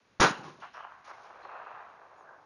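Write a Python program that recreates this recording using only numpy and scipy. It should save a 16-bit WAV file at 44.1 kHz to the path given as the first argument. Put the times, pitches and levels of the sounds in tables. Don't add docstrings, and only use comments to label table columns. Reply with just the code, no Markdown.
import sys
import numpy as np
from scipy import signal
from scipy.io import wavfile

SR = 44100
rng = np.random.default_rng(int(sys.argv[2]) if len(sys.argv) > 2 else 0)


def field_ratio(decibels):
    return 10 ** (np.asarray(decibels, dtype=float) / 20)


def generate_wav(sig):
    pcm = np.round(np.clip(np.atleast_2d(sig).T, -1, 1) * 32767).astype(np.int16)
    wavfile.write(sys.argv[1], SR, pcm)


N = 108045

# hz, density_db (dB per Hz)
AIR_COLOUR = [(18, -27), (30, -12.5), (75, -1), (152, -0.5), (182, -1.5), (443, -3.5), (2450, -10.5),
              (3780, -16.5), (7000, -20.5), (9100, -65.5), (15400, -120)]
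# start_s, level_db
AIR_LEVEL = [(0, -71), (.17, -70), (.6, -69.5), (2.45, -72.5)]
# start_s, level_db, bass_slope_db (per octave), treble_slope_db (per octave)
SCATTER = [
    (.198, -39.5, -32, 3.5),
    (.206, -31.5, -0.5, 6),
    (.216, -18.5, -1.5, 0.5),
    (.252, -18.5, 2, -2.5),
    (.3, -34, 2.5, -0.5),
    (.34, -41.5, 2.5, -3),
    (.425, -54, -3, -1.5),
    (.45, -45, 1, -13),
    (.6, -68, -4, 0.5),
]
# hz, density_db (dB per Hz)
BLAST_COLOUR = [(30, -52.5), (70, -27.5), (130, -5.5), (390, 0), (640, -10), (900, -3), (1500, -4.5),
                (2300, -11.5), (7000, -21)]
# start_s, hold_s, pitch_hz, level_db
HEDGES = [(0.285, 0.068, 2900, -54), (0.37, 0.014, 817, -46), (0.452, 0.018, 1020, -50),
          (0.456, 0.035, 335, -61.5), (0.434, 0.051, 149, -54.5), (0.209, 0.025, 1441, -28.5),
          (0.607, 0.033, 2900, -60.5), (0.73, 0.13, 2900, -63.5), (0.729, 0.022, 5400, -69),
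          (1.06, 0.088, 2080, -63), (1.215, 0.024, 4300, -80), (1.418, 0.021, 4100, -70),
          (1.464, 0.27, 3860, -83.5), (1.466, 0.29, 2600, -66.5), (2.253, 0.088, 1535, -60.5)]
# start_s, peak_db, pitch_hz
BUMPS = [
    (.211, -19.5, 165),
    (0.232, -30, 333.4),
    (0.306, -29, 182),
    (0.393, -37, 270),
    (0.443, -36, 1120),
]
# start_s, length_s, level_db, release_s
RUSTLES = [
    (0.429, 0.05, -59.5, 0.39),
    (0.598, 0.023, -65.5, 0.37),
    (0.73, 0.015, -71, 0.47),
    (1.042, 0.073, -63.5, 0.066),
    (1.128, 0.023, -69, 0.97),
    (1.212, 0.013, -75, 0.57),
    (1.405, 0.036, -80.5, 0.42),
]
# hz, density_db (dB per Hz)
CLOTH_COLOUR = [(1500, 2), (2500, 13), (3200, 9), (4200, 2.5), (5500, 8), (6800, -9.5)]
# start_s, level_db, bass_slope_db (per octave), treble_slope_db (per octave)
ECHO = [(0.58, -50, -8, -9), (0.606, -68.5, -8, -4), (0.626, -47, 9, 6), (0.636, -46, 11, 5),
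        (0.73, -72, 3, 13), (0.746, -51, 6.5, 7), (0.856, -48.5, 12, -0.5), (1.022, -61.5, 13, 4),
        (1.116, -50, 3, 1.5), (1.132, -53, 6.5, -1), (1.434, -57, -3, 6.5), (1.454, -48.5, -3.5, 4),
        (1.47, -55, -4, 3.5), (1.516, -47, 3, 1), (1.85, -51, 5.5, 2), (1.938, -59, 1, 3.5),
        (2.34, -58.5, -1.5, -1), (2.45, -63, -1, -4)]
# hz, density_db (dB per Hz)
TREE_COLOUR = [(120, -60), (200, -51), (235, -55), (357, -11), (719, -1.5), (1120, -2.5), (1510, -10.5),
               (2480, -22.5), (5000, -50), (6500, -77), (11000, -120)]
# start_s, peak_db
TRUNKS = [(0.623, -35.5), (0.636, -43), (0.642, -38), (0.649, -37), (0.662, -52), (0.745, -39.5),
          (0.769, -36), (0.777, -30.5), (0.805, -32.5), (0.828, -37), (0.848, -30.5), (0.871, -36),
          (0.92, -35.5), (1.08, -36.5), (1.099, -36), (1.111, -32), (1.288, -59), (1.305, -38.5),
          (1.451, -37), (1.498, -39.5), (1.53, -39), (1.549, -38.5), (1.6, -35), (1.668, -40),
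          (1.714, -34.5), (1.754, -35.5), (1.803, -37.5), (2.015, -42), (2.208, -41.5), (2.273, -52.5)]
# pitch_hz, width_hz, share_added (ratio)
PORT = [(1105, 400, 0.15), (1618, 290, 0.32), (2900, 100, -0.36), (3150, 390, -0.25), (4040, 560, 0.37),
        (5630, 170, 0.48), (6590, 550, 0.49)]

TIME_S = np.arange(N) / SR
LEAF_FROM_HZ = 1900


def rms_one(x):
    return x / np.sqrt(np.mean(x ** 2) + 1e-20)


def curve(rows):
    s, *columns = np.transpose(rows)
    return [np.interp(TIME_S, s, c) for c in columns]


def drift(rate_hz):
    r = np.exp(-2 * np.pi * rate_hz / SR)
    wander = signal.lfilter([1], [1, -2 * r, r * r], rng.standard_normal(N + SR))
    return rms_one(wander[SR:])


def grains(per_s, spread_db):
    sizes = field_ratio(spread_db * np.minimum(rng.exponential(1, N), 4))
    sizes = sizes * rng.choice([-1, 1], N)
    struck = rng.random(N) < per_s / SR
    return rms_one(sizes * struck + 1e-9)


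def bandpass(x, order, edges_hz):
    return signal.sosfilt(signal.butter(order, edges_hz, "band", fs=SR, output="sos"), x)


def release(start_s, hold_s, release_s):
    return field_ratio(-60 * np.maximum(TIME_S - start_s - hold_s, 0) / release_s)


def colour(x, spectrum, bass_db=0, treble_db=0, bright=None):
    out, power = 0, 0
    edges = 25 * 2 ** np.arange(0, 8.4, 1 / 3)
    hz_at, db_at = np.transpose(spectrum)
    for k, (low, high) in enumerate(zip(edges, edges[1:])):
        hz = np.sqrt(low * high)
        gain = field_ratio(np.interp(np.log(hz), np.log(hz_at), db_at))
        source = x if bright is None or hz < LEAF_FROM_HZ else bright
        slope_db = bass_db if hz < 1000 else treble_db
        tilt = field_ratio(slope_db * np.log2(hz / 1000))
        out = out + (-1) ** k * gain * tilt * bandpass(source, 2, [low, high])
        power += gain ** 2 * (high - low) * 2 / SR
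    return out / np.sqrt(power)


def field_air():
    level = field_ratio(curve(AIR_LEVEL)[0] + 0.51 * drift(18))
    return level * colour(rng.standard_normal(N), AIR_COLOUR)


def shot():
    crack_s, crack_db = .1982, -28
    muzzle_s, muzzle_db = .2025, -13
    suction_s, suction_db = .0018, -14

    u = (TIME_S - crack_s) * 1200
    crack = -field_ratio(crack_db) * (1 - 2 * u) * (u > 0) * (u < 1)

    v = TIME_S - muzzle_s
    spike = field_ratio(muzzle_db) * 2 * np.exp(-(v * 7000) ** 2)
    onset = np.clip(v * 3000 + 2, 0, 1)
    suction = field_ratio(suction_db) * np.exp(-np.maximum(v, 0) / suction_s) * onset

    level_db, bass_db, treble_db = curve(SCATTER)
    started = TIME_S > crack_s
    alive = np.clip(1 - (TIME_S - SCATTER[-1][0]) * 10, 0, 1) * started
    low, high = grains(4300, 1.65), grains(4300, 1.65)
    scatter = colour(low * started, BLAST_COLOUR, bass_db, treble_db, high)
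    return crack + spike - suction + field_ratio(level_db) * alive * scatter


def hedges():
    width, release_s = 0.067, 0.33
    out, clicks = 0, grains(3000, 0.86)
    for s, hold_s, hz, db in HEDGES:
        band = rms_one(bandpass(clicks, 2, hz * (1 + width * np.array([-1, 1]))))
        rise = np.clip((TIME_S - s) * 100, 0, 1)
        out = out + field_ratio(db) * band * rise * release(s, hold_s, release_s)
    return out


def bumps():
    fade_cycles, bass_cut_hz = 1.8, 120
    out = 0
    for s, db, hz in BUMPS:
        cycles = np.maximum(TIME_S - s, 0) * hz
        decay = field_ratio(-60 * cycles / (fade_cycles * 2))
        rise = 1 - np.exp(-cycles * 4.5)
        out = out + field_ratio(db + 11.5) * np.sin(2 * np.pi * cycles) * decay * rise
    return signal.sosfilt(signal.butter(4, bass_cut_hz, "high", fs=SR, output="sos"), out)


def rustle():
    shape = 0
    for s, length_s, db, release_s in RUSTLES:
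        rise = np.clip((TIME_S - s) * 200, 0, 1)
        shape = shape + field_ratio(db) * rise * release(s, length_s, release_s)
    return shape * colour(grains(6000, 2.5), [(200, -67)] + CLOTH_COLOUR)


def echo():
    level_db, bass_db, treble_db = curve(ECHO)
    gain = field_ratio(level_db) * np.clip((TIME_S - ECHO[0][0]) * 50, 0, 1) + 1e-12
    clumps = field_ratio(-0.5 * drift(120))
    clicks = gain * rms_one(grains(1400, 1.45) * clumps)
    for s, db in TRUNKS:
        clicks[int(s * SR)] += field_ratio(db + 11)
    leaves = gain * grains(3800, 1.7)
    return colour(clicks, TREE_COLOUR, bass_db, treble_db, leaves)


def bird():
    start_s, length_s, level_db = 2.16, .085, -81
    pitch_hz, drop_hz, smear_hz = 6800, 700, 110
    u = np.clip((TIME_S - start_s) / length_s, 0, 1)
    hz = pitch_hz - drop_hz * u ** 2 + smear_hz * drift(330)
    level = field_ratio(level_db + 1.3 * drift(65)) * np.sin(np.pi * u) ** .5
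    return level * np.sin(2 * np.pi * np.cumsum(hz) / SR)


def port(x):
    out = x
    for hz, width_hz, share in PORT:
        r = np.exp(-np.pi * width_hz / SR)
        feed = np.array([1, 0, -1]) * (1 - r * r) / 2
        ring = [1, -2 * r * np.cos(2 * np.pi * hz / SR), r * r]
        out = out + share * signal.lfilter(feed, ring, x)
    return out


def scene():
    return (field_air() + shot() + hedges() + bumps() + rustle() + echo() + bird())[None]


def low_pass(x):
    return signal.sosfilt(signal.butter(12, 11800, fs=SR, output="sos"), x)


def record(dry):
    overload_at, cut_hz, sampling_hz = .25, 6780, 16000
    mirror_db, mirror_band_hz, hiss_db = -6, [8240, 10060], -95
    x = port(dry)
    x = x / (1 + np.abs(x / overload_at) ** 4) ** .25
    x = signal.sosfilt(signal.cheby1(10, .5, cut_hz, fs=SR, output="sos"), x)
    mirror = x * np.cos(2 * np.pi * sampling_hz * TIME_S)
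    mirror = bandpass(mirror, 4, mirror_band_hz)
    hiss = field_ratio(hiss_db) * rng.standard_normal(x.shape)
    return low_pass(x + field_ratio(mirror_db) * mirror + hiss)


dry = scene()
out = record(dry)
generate_wav(out)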